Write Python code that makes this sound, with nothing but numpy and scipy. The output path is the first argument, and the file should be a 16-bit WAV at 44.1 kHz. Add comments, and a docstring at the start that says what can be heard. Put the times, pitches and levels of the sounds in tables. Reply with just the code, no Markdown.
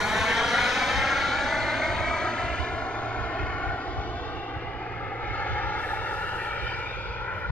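"""A hollow roar sweeps upward in pitch and dulls as a twin-turbine model jet flies away low over fields.
Its turbulent exhaust noise arrives directly and off the ground; the lag between the two shrinks, so their
interference comb rises, while the air absorbs the treble. Wind buffets the two microphone ports,
a sleeve swishes near the end, and a far engine hums in the hush of open country."""
import sys
import numpy as np
from scipy import signal
from scipy.fft import rfft, irfft, next_fast_len
from scipy.io import wavfile
from scipy.ndimage import uniform_filter1d, map_coordinates

SR = 44100
rng = np.random.default_rng(int(sys.argv[2]) if len(sys.argv) > 2 else 0)


def generate_wav(signal):
    """Clip the signal to [-1, 1] and save it as 16-bit WAV at the path in sys.argv[1]."""
    frames = np.transpose(np.atleast_2d(signal))
    scaled = np.clip(frames, -1, 1) * 32767
    pcm = np.round(scaled).astype(np.int16)
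    wavfile.write(sys.argv[1], SR, pcm)


N = 331191
TIME = np.arange(N) / SR

# path differences set by the jet's bearing: time_s, left_port_lead_ms, holder_echo_lag_ms
BEARING = [(0, -.01, 1.24), (1, .008, 1.31), (2, .04, 1.35), (3, .07, 1.38), (4.5, .09, 1.41),
           (7.51, .095, 1.41)]


def jet():
    """Turbulent mixing radiates broadband noise, which reaches the ports directly and by scattering."""
    # exhaust spectrum: frequency_hz, relative_density_db
    exhaust_spectrum = [(130, -12), (300, -6), (400, -5.5), (490, -1.5), (620, -4), (850, -0.5), (1150, -5),
                        (1400, -2.5), (2200, -4.5), (2750, -16), (4400, -23), (5250, -24), (6400, -24.5),
                        (7600, -35.5), (11300, -38.5), (13500, -52.5), (15000, -67)]
    # scattering by the air and the field: frequency_hz, diffuse_to_direct_db
    scatter = [(200, -14), (500, -17), (1000, -15), (2350, -10.5), (2750, -2), (3100, 5), (3600, -3),
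               (4400, -5), (5200, -2), (6100, -6.5), (7000, -4), (12000, 2)]
    exhaust = through_air(noise(exhaust_spectrum, channels=3))
    direct, diffuse = exhaust[:1], exhaust[1:]
    lead_ms = curves(BEARING)[0]
    pair = np.vstack([delayed(direct, -lead_ms / 2), delayed(direct, lead_ms / 2)])
    pair = pair + filtered(diffuse, lambda hz: amp(along(scatter, hz)))
    roar = receding(port_response(echoes(pair)))
    return howling(ground_bounce(roar)) * amp(-1.41 + 0.24 * wobble(14))


def through_air(x, knee_hz=5200, absorption_db_per_s=7.0, deepens_until_s=4.5):
    """Refraction by eddies focuses patches of noise; absorption above the knee grows with the path."""
    # focusing, strongest for short waves: frequency_hz, depth_db
    focusing = [(400, .8), (1400, 1.5), (4000, 2.6), (9000, 2)]
    hz, t, spectra = signal.stft(x, SR, nperseg=1024)
    eddies = uniform_filter1d(rng.standard_normal(spectra.shape[1:]), size=3, axis=0)
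    eddies = unit(uniform_filter1d(eddies, size=8, axis=1))
    focus_db = along(focusing, hz)[:, None] * eddies
    above_knee = np.maximum(hz / knee_hz - 1, 0)[:, None]
    loss_db = absorption_db_per_s * above_knee * np.minimum(t, deepens_until_s)
    return signal.istft(spectra * amp(focus_db - loss_db), nperseg=1024)[1][:, :N]


def echoes(x, wing_share=0.11, holder_share=0.11):
    """Comb filtering: faint, very short reflections off the wing and camera holder colour the noise."""
    # reflection off the wing as the jet banks: time_s, lag_ms
    wing_echo = [(0, 0.46), (2.8, 0.47), (4.6, 0.4), (6, 0.56), (7, 0.856), (7.51, 0.72)]
    wing_ms = curves(wing_echo)[0]
    holder_ms = curves(BEARING)[1]
    x = x + wing_share * delayed(x, wing_ms)
    return x + holder_share * delayed(x, holder_ms)


def port_response(pair):
    """Resonance: the camera case lifts a few bands, and its two ports differ in level and phase."""
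    # case resonances: centre_hz, width_hz, boost_db
    case_modes = [(1752, 80, 3), (3666, 550, 4.5), (4270, 260, 2), (7640, 600, 4)]
    # imbalance of the ports: frequency_hz, left_minus_right_db
    imbalance = [(120, -7.5), (380, 0), (700, -1.5), (1290, 3.5), (2380, 2), (4400, 1), (5800, -3.5),
                 (7500, 3.5), (11000, 3.5)]
    # phase shift from their unequal ringing: frequency_hz, left_lead_rad
    phase_lead = [(500, 0), (1050, .27), (1550, .1), (2000, -.72), (2800, -1.6), (3400, 1.1), (3900, .45),
                  (4400, -.45), (4850, -1.05), (5500, -.15), (6500, -.25), (7200, -1.2), (9000, -.9)]
    sides = [.5, -.5]
    case_db = lambda hz: sum(db * bump(hz, centre, width) for centre, width, db in case_modes)
    pair = filtered(pair, lambda hz: amp(case_db(hz) + np.outer(sides, along(imbalance, hz))))
    return filtered(pair, lambda hz: np.exp(1j * np.outer(sides, along(phase_lead, hz))))


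def receding(pair, flutter_db=0.45):
    """Propagation loss: five registers fade at their own rates and flicker in the turbulent air."""
    # borders between the registers: frequency_hz
    splits_hz = [600, 1550, 3000, 6800]
    below = [filtered(pair, lambda hz: 1 / (1 + (hz / edge) ** 20)) for edge in splits_hz]
    registers = np.diff([np.zeros_like(pair), *below, pair], axis=0)
    return sum(steadied(band, size=SR // 5) * amp(db + flutter_db * wobble(45))
               for band, db in zip(registers, register_levels()))


def register_levels(rumble_fade_db_per_s=1.12):
    """Distance and directivity set each register's relative level in dB; the highest loses most."""
    # the exhaust as the jet recedes and turns: time_s, roar_db, treble_to_roar_db
    flight = [(0.0, -28, -9.5), (0.25, -28, -7), (0.7, -28.5, -5), (1.3, -30.5, -8.5), (1.7, -30.5, -11.5),
              (2.3, -31.5, -14.5), (2.63, -33.5, -14), (2.78, -33.5, -18), (3.0, -32.5, -20.5),
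              (3.7, -33.5, -21), (4.2, -36, -17.5), (4.65, -36.5, -24), (5.18, -36, -25),
              (5.31, -33, -20.5), (5.6, -31.5, -19.5), (6.1, -32.5, -18.5), (6.55, -35, -17.5),
              (7.0, -39.5, -14), (7.3, -36.5, -23), (7.51, -38, -20)]
    # surges and dips of the upper mids: time_s, half_length_s, change_db
    surges = [(0.0, 0.066, -1), (0.308, 0.023, 4), (0.6, 0.04, 3), (1.084, 0.13, 3.5), (3.005, 0.25, -6.5),
              (4.116, 0.33, -8.5), (5.19, 0.019, -0.5), (6.6, 0.2, 3), (7.37, 0.05, 3)]
    # the very top, which distance takes first: time_s, sizzle_to_hiss_db
    sizzle = [(0, -12.5), (0.4, -20), (0.7, -18.5), (1.1, -19.5), (2.2, -16.5), (3, -21), (3.6, -25),
              (4.3, -28), (4.7, -37), (5.5, -31), (7.51, -31)]
    roar_db, treble_db = curves(flight)
    # the bass spreads all round, so it hardly follows the turn
    rumble_db = -33 - rumble_fade_db_per_s * TIME + 0.15 * (roar_db - roar_db.max())
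    surge_db = sum(db * swell(s, half_s) for s, half_s, db in surges)
    rush_db = roar_db + 0.17 * treble_db + surge_db
    hiss_db = roar_db + treble_db
    sizzle_db = hiss_db + curves(sizzle)[0]
    return rumble_db, roar_db, rush_db, hiss_db, sizzle_db


def ground_bounce(x, split_hz=1650):
    """Two-path interference: the ground reflection cancels near odd multiples of half its inverse lag."""
    # comb spacing, rising as the lag shrinks: time_s, inverse_lag_hz
    comb_spacing = [(0, 209), (0.8, 256), (2.4, 339), (2.8, 353), (4, 376), (4.4, 391), (4.8, 414),
                    (6, 452), (7.51, 489)]
    # reflection off the soft field: frequency_hz, amplitude_share
    reflection = [(200, .7), (450, .8), (700, .9), (1200, .86), (2500, .62), (3500, .4), (5000, .3),
                  (10000, .09)]
    # phase of that reflection: frequency_hz, lag_rad
    phase_lag = [(200, .2), (500, .05), (950, .15), (1500, .33)]
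    # what survives blurring by the air on the long grazing path: time_s, bass_share, treble_share
    coherence = [(0, 1, 1), (4.2, 1, 1), (5.2, .95, .66), (7.51, .82, .6)]
    lag_ms = 1000 / curves(comb_spacing)[0]
    bass_share, treble_share = curves(coherence)
    direct = filtered(x, lambda hz: 1 / np.hypot(1, along(reflection, hz)))
    bounce = filtered(direct, lambda hz: along(reflection, hz) * np.exp(-1j * along(phase_lag, hz)))
    bass = filtered(bounce, lambda hz: 1 / (1 + (hz / split_hz) ** 10))
    return direct + delayed(bass_share * bass + treble_share * (bounce - bass), lag_ms)


def howling(x):
    """Spectral peaks and notches give noise a pitch: narrow gliding bands swell and sink in the roar."""
    # howls: time_s, half_length_s, pitch_hz, glide_hz_per_s, half_width_hz, change_db
    howls = [(0.21, 0.15, 1070, 150, 35, 5), (0.624, 0.11, 1400, 0, 60, 9), (0.63, 0.03, 4600, 0, 400, 1.5),
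             (0.57, 0.12, 3350, 900, 61, 3.5), (0.73, 0.17, 990, 197, 35, 3),
             (0.89, 0.13, 2230, 100, 90, 6), (1.214, 0.3, 1373, 200, 68, 8.5), (1.3, 0.08, 3900, 4, 350, 4),
             (1.304, 0.21, 1600, 150, 60, 4), (1.498, 0.28, 4200, 3, 130, 4),
             (1.82, 0.16, 2150, 400, 75, 6.5), (2.06, 0.06, 2250, 400, 70, 5.5),
             (1.9, 0.6, 644, -2, 38, 5.5), (1.78, 0.12, 770, 0, 40, 5), (2.3, 0.3, 1260, 100, 55, 6),
             (2.5, 0.14, 2300, 3, 70, 4), (2.6, 0.16, 2930, 351, 100, 8.5),
             (3.0, 0.45, 2390, -1.5, 90, 5.5), (3.2, 0.44, 840, 30, 44.7, 4), (3.4, 0.13, 3050, 0, 80, 7),
             (4.34, 1.4, 317, 20, 42, 3.5), (3.65, 0.3, 4270, 41.5, 89, 2.5),
             (3.7, 0.074, 1420, 29, 79, 6.5), (4.44, 0.2, 2830, 149.5, 100, 11.5),
             (4.4, 0.22, 3580, 0, 130, 7), (5.248, 0.22, 2200, 147, 80, 2.5),
             (5.75, 0.21, 860, 39.5, 49, 4), (5.95, 0.4, 1675, 42, 45, 2.5),
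             (6.136, 0.3, 2810, -1, 80, 4.5), (6.69, 0.055, 3050, 0, 80, 14),
             (6.863, 0.38, 2380, 200, 102, 11.5), (6.642, 0.064, 3700, 0, 160, 5),
             (6.69, 0.06, 4800, 0, 350, 5), (6.9, 0.042, 3690, 0, 130, 11), (6.89, 0.03, 4750, 0, 250, 4),
             (6.97, 0.12, 2630, 1, 80, 13), (7.077, 0.05, 4550, 1500, 200, 6),
             (7.14, 0.11, 3400, 1, 150, 7.5), (6.8, 0.6, 1413, 20, 70, 4), (7.33, 0.11, 1410, 0, 65, 3.5)]
    # hollows: the same columns
    hollows = [(0.26, 0.18, 5100, 0, 200, -8), (2.1, 0.57, 5400, 147, 250, -6),
               (3.0, 0.4, 675, 29.5, 36, -1.5), (0.1, 0.25, 440, 0, 28, -3), (2.5, 0.2, 1200, 301, 70, -3),
               (4.75, 0.2, 485, 1, 45, -5.5), (5.3, 1.8, 5300, 1, 380, -3),
               (5.8, 0.44, 2300, 48.5, 73, -1.5), (7.4, 0.14, 2760, 0, 210, -8),
               (4.7, 0.57, 1580, 99.5, 90, -5.5), (5.401, 1.03, 1009, 38, 53, -14),
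               (4.57, 0.18, 1230, 0, 54, -5), (8.2, 0.12, 1700, 0, 45, -7), (1.48, 0.15, 550, 0, 30, -4),
               (1.6, 0.17, 3060, 0, 100, -7.5), (2.8, 0.2, 3260, 0, 77, -8),
               (6.37, 0.29, 2180, -8, 120, -12), (6.1, 0.2, 3130, 3, 120, -8),
               (6.92, 0.087, 4600, 11000, 250, -6), (7.05, 0.1, 1860, 0, 150, -8.5)]
    hz, t, spectra = signal.stft(x, SR, nperseg=1024)
    change_db = 0
    for s, half_s, pitch_hz, glide, half_width_hz, db in howls + hollows:
        band = swell(pitch_hz + glide * (t - s), half_width_hz, hz[:, None])
        change_db = change_db + db * swell(s, half_s, t) * band
    return signal.istft(spectra * amp(change_db), nperseg=1024)[1][:, :N]


def wind(shared=0.57, breeze_db=-44.5, lull_db=5, rms_to_peak_db=-5.5):
    """Turbulent pressure fluctuations buffet the two ports, partly in step, in a breeze with gusts."""
    # pressure spectrum: frequency_hz, relative_density_db
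    buffet_spectrum = [(13, -50.5), (22, -35.5), (54, 3.5), (103, -0.5), (127, -18), (141, -5.5),
                       (168, -24), (200, -15), (260, -49), (440, -120)]
    # gusts: time_s, peak_db, left_minus_right_db, half_length_s
    gusts = [(0.21, -28, 2, 0.022), (0.38, -44, 24, 0.018), (0.98, -28, 4, 0.025), (1.28, -39, 0, 0.018),
             (1.476, -33, -4, 0.017), (1.897, -31, 1, 0.015), (1.95, -27, 4, 0.016), (2.003, -28, 1, 0.015),
             (2.08, -35, -13, 0.043), (2.445, -33, 10, 0.02), (2.52, -31, -5, 0.032),
             (2.616, -28.5, -17, 0.019), (2.737, -36, 11, 0.031), (3.228, -29.5, -6, 0.035),
             (3.425, -26, -1, 0.026), (3.527, -31, -3, 0.03), (3.698, -28.5, 5, 0.035),
             (3.93, -34, 0, 0.018), (3.993, -28.5, 2, 0.018), (4.138, -36.5, 10, 0.067),
             (4.567, -28.5, 0, 0.017), (5.305, -30.5, -1, 0.023), (5.531, -26, 0, 0.027),
             (5.67, -29, 3, 0.025), (6.021, -36, 0, 0.015), (6.63, -34.5, -9, 0.041),
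             (6.88, -42, -3, 0.014), (6.983, -34, 4, 0.015), (7.094, -31, 5, 0.018),
             (7.215, -35.5, 6, 0.032), (7.37, -33, -6, 0.02), (7.504, -21.5, 0, 0.022)]
    # calms in the breeze: time_s, half_length_s, change_db
    calms = [(0.8, 0.065, -4), (2.29, 0.029, -1), (2.952, 0.04, -3.5), (4.468, 0.024, -14),
             (4.77, 0.089, -1.5), (5.18, 0.015, -8)]
    pressure = noise(buffet_spectrum, channels=3)
    pair = steadied(pressure[:2] + shared * pressure[2], size=SR // 12)
    lulls = np.minimum([wobble(19), wobble(17)], 0)
    calm_db = sum(db * swell(s, half_s) for s, half_s, db in calms)
    breeze_gain = amp(breeze_db + lull_db * lulls + calm_db) * panned(side_db=-8)
    gust_gain = sum(amp(db + rms_to_peak_db) * swell(s, half_s) * panned(side_db)
                    for s, db, side_db, half_s in gusts)
    return pair * np.hypot(breeze_gain, gust_gain)


def sleeve():
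    """Sliding friction: smooth fabric swishes close to the right port as the camera turns."""
    # friction spectrum: frequency_hz, relative_density_db
    cloth_spectrum = [(1500, -20), (4000, 3), (7000, 1), (11000, -2.5), (14000, -8), (16000, -22)]
    # strokes of cloth on cloth: time_s, half_length_s, gain_db, lower_edge_hz, left_minus_right_db
    strokes = [(5.9, 0.073, -60.5, 2000, -2), (6.227, 0.2, -61, 2000, -3), (6.547, 0.28, -66, 2000, -3),
               (7.39, 0.033, -66, 10500, -12)]
    cloth = noise(cloth_spectrum, channels=2) * amp(1.7 * wobble(28))
    swishes = 0
    for s, half_s, db, edge_hz, side_db in strokes:
        hiss = filtered(cloth, lambda hz: 1 - 1 / (1 + (hz / edge_hz) ** 10))
        swishes = swishes + amp(db) * swell(s, half_s) * panned(side_db) * hiss
    return swishes


def far_engine(start_hz=55.8, rise_hz_per_s=0.375):
    """Harmonics of rotation: only the lowest orders of a slowly quickening shaft carry over the field."""
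    # hum partials: shaft_order, level_db
    partials = [(1, -61), (2, -47), (3, -56)]
    shaft_hz = start_hz + rise_hz_per_s * TIME
    turns = np.cumsum(shaft_hz * (1 + 0.0033 * wobble(4.76))) / SR
    return sum(amp(db + 2.44 * wobble(8.0)) * unit(np.sin(2 * np.pi * order * turns))
               for order, db in partials)


def country_hush(level_db=-47.5):
    """Diffuse ambient noise: a steady hush, uncorrelated between the ports."""
    # open-air spectrum: frequency_hz, relative_density_db
    hush_spectrum = [(100, -4.5), (1000, 5.5), (4000, -15), (8000, -44.5), (16000, -38.5)]
    return amp(level_db) * noise(hush_spectrum, channels=2)


def amp(db):
    """Decibels to amplitude gain."""
    return 10 ** (np.asarray(db) / 20)


def unit(x):
    """Scale to rms 1."""
    return x / np.sqrt(np.mean(x ** 2) + 1e-20)


def steadied(pair, size):
    """Hold the mean of both channels at rms 1 over size samples."""
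    return pair / np.sqrt(np.abs(uniform_filter1d(pair.mean(0) ** 2, size=size)) + 1e-20)


def panned(side_db):
    """Channel gains for a level difference, left minus right."""
    return amp([[side_db / 2], [-side_db / 2]])


def along(points, hz):
    """Interpolate (frequency_hz, value) points on a log axis."""
    knots_hz, values = np.transpose(points)
    return np.interp(np.log(hz + 1), np.log(knots_hz + 1), values)


def curves(rows):
    """Interpolate each column after the time to one value per sample."""
    times, *columns = np.transpose(rows)
    return [np.interp(TIME, times, column) for column in columns]


def wobble(rate):
    """A smooth random curve, rate knots a second."""
    return map_coordinates(rng.standard_normal(int(N * rate / SR) + 4), [TIME * rate])


def swell(centre, half_width, axis=TIME):
    """A Gaussian bell of height 1."""
    return np.exp(-((axis - centre) / half_width) ** 2 / 2)


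def bump(hz, centre_hz, width_hz):
    """A Lorentzian resonance curve of height 1."""
    return 1 / (1 + (2 * (hz - centre_hz) / width_hz) ** 2)


def noise(spectrum, channels):
    """Uncorrelated noises of rms 1 with a given spectrum."""
    size = next_fast_len(N, True)
    colour = amp(along(spectrum, np.fft.rfftfreq(size, 1 / SR)))
    white = rng.standard_normal((channels, size))
    return unit(irfft(rfft(white) * colour, size)[:, :N])


def filtered(x, response):
    """Apply a frequency response to x, with its ends continued smoothly."""
    margin = SR // 8
    padded = np.pad(x, [(0, 0)] * (x.ndim - 1) + [(margin, margin)], mode="reflect", reflect_type="odd")
    size = next_fast_len(N + 2 * margin, True)
    spectrum = rfft(padded, size) * response(np.fft.rfftfreq(size, 1 / SR))
    return irfft(spectrum, size)[..., margin:margin + N]


def delayed(x, ms):
    """Every row of x after a varying travel time."""
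    place = np.arange(N) - ms * SR / 1000
    return np.array([map_coordinates(row, [place], mode="mirror") for row in x])


def scene():
    """Superposition: the jet over wind, cloth and the quiet of open country."""
    return jet() + wind() + sleeve() + far_engine() + country_hush()


def record(dry):
    """Band limiting: a steep low-pass removes the very top; the sound starts and stops softly."""
    top_hz, fade_s = 15650, .006
    ramp = np.minimum(np.minimum(TIME, TIME[-1] - TIME) / fade_s, 1)
    return filtered(dry * np.sin(ramp * np.pi / 2) ** 2, lambda hz: 1 / (1 + (hz / top_hz) ** 200))


dry = scene()
out = record(dry)
generate_wav(out)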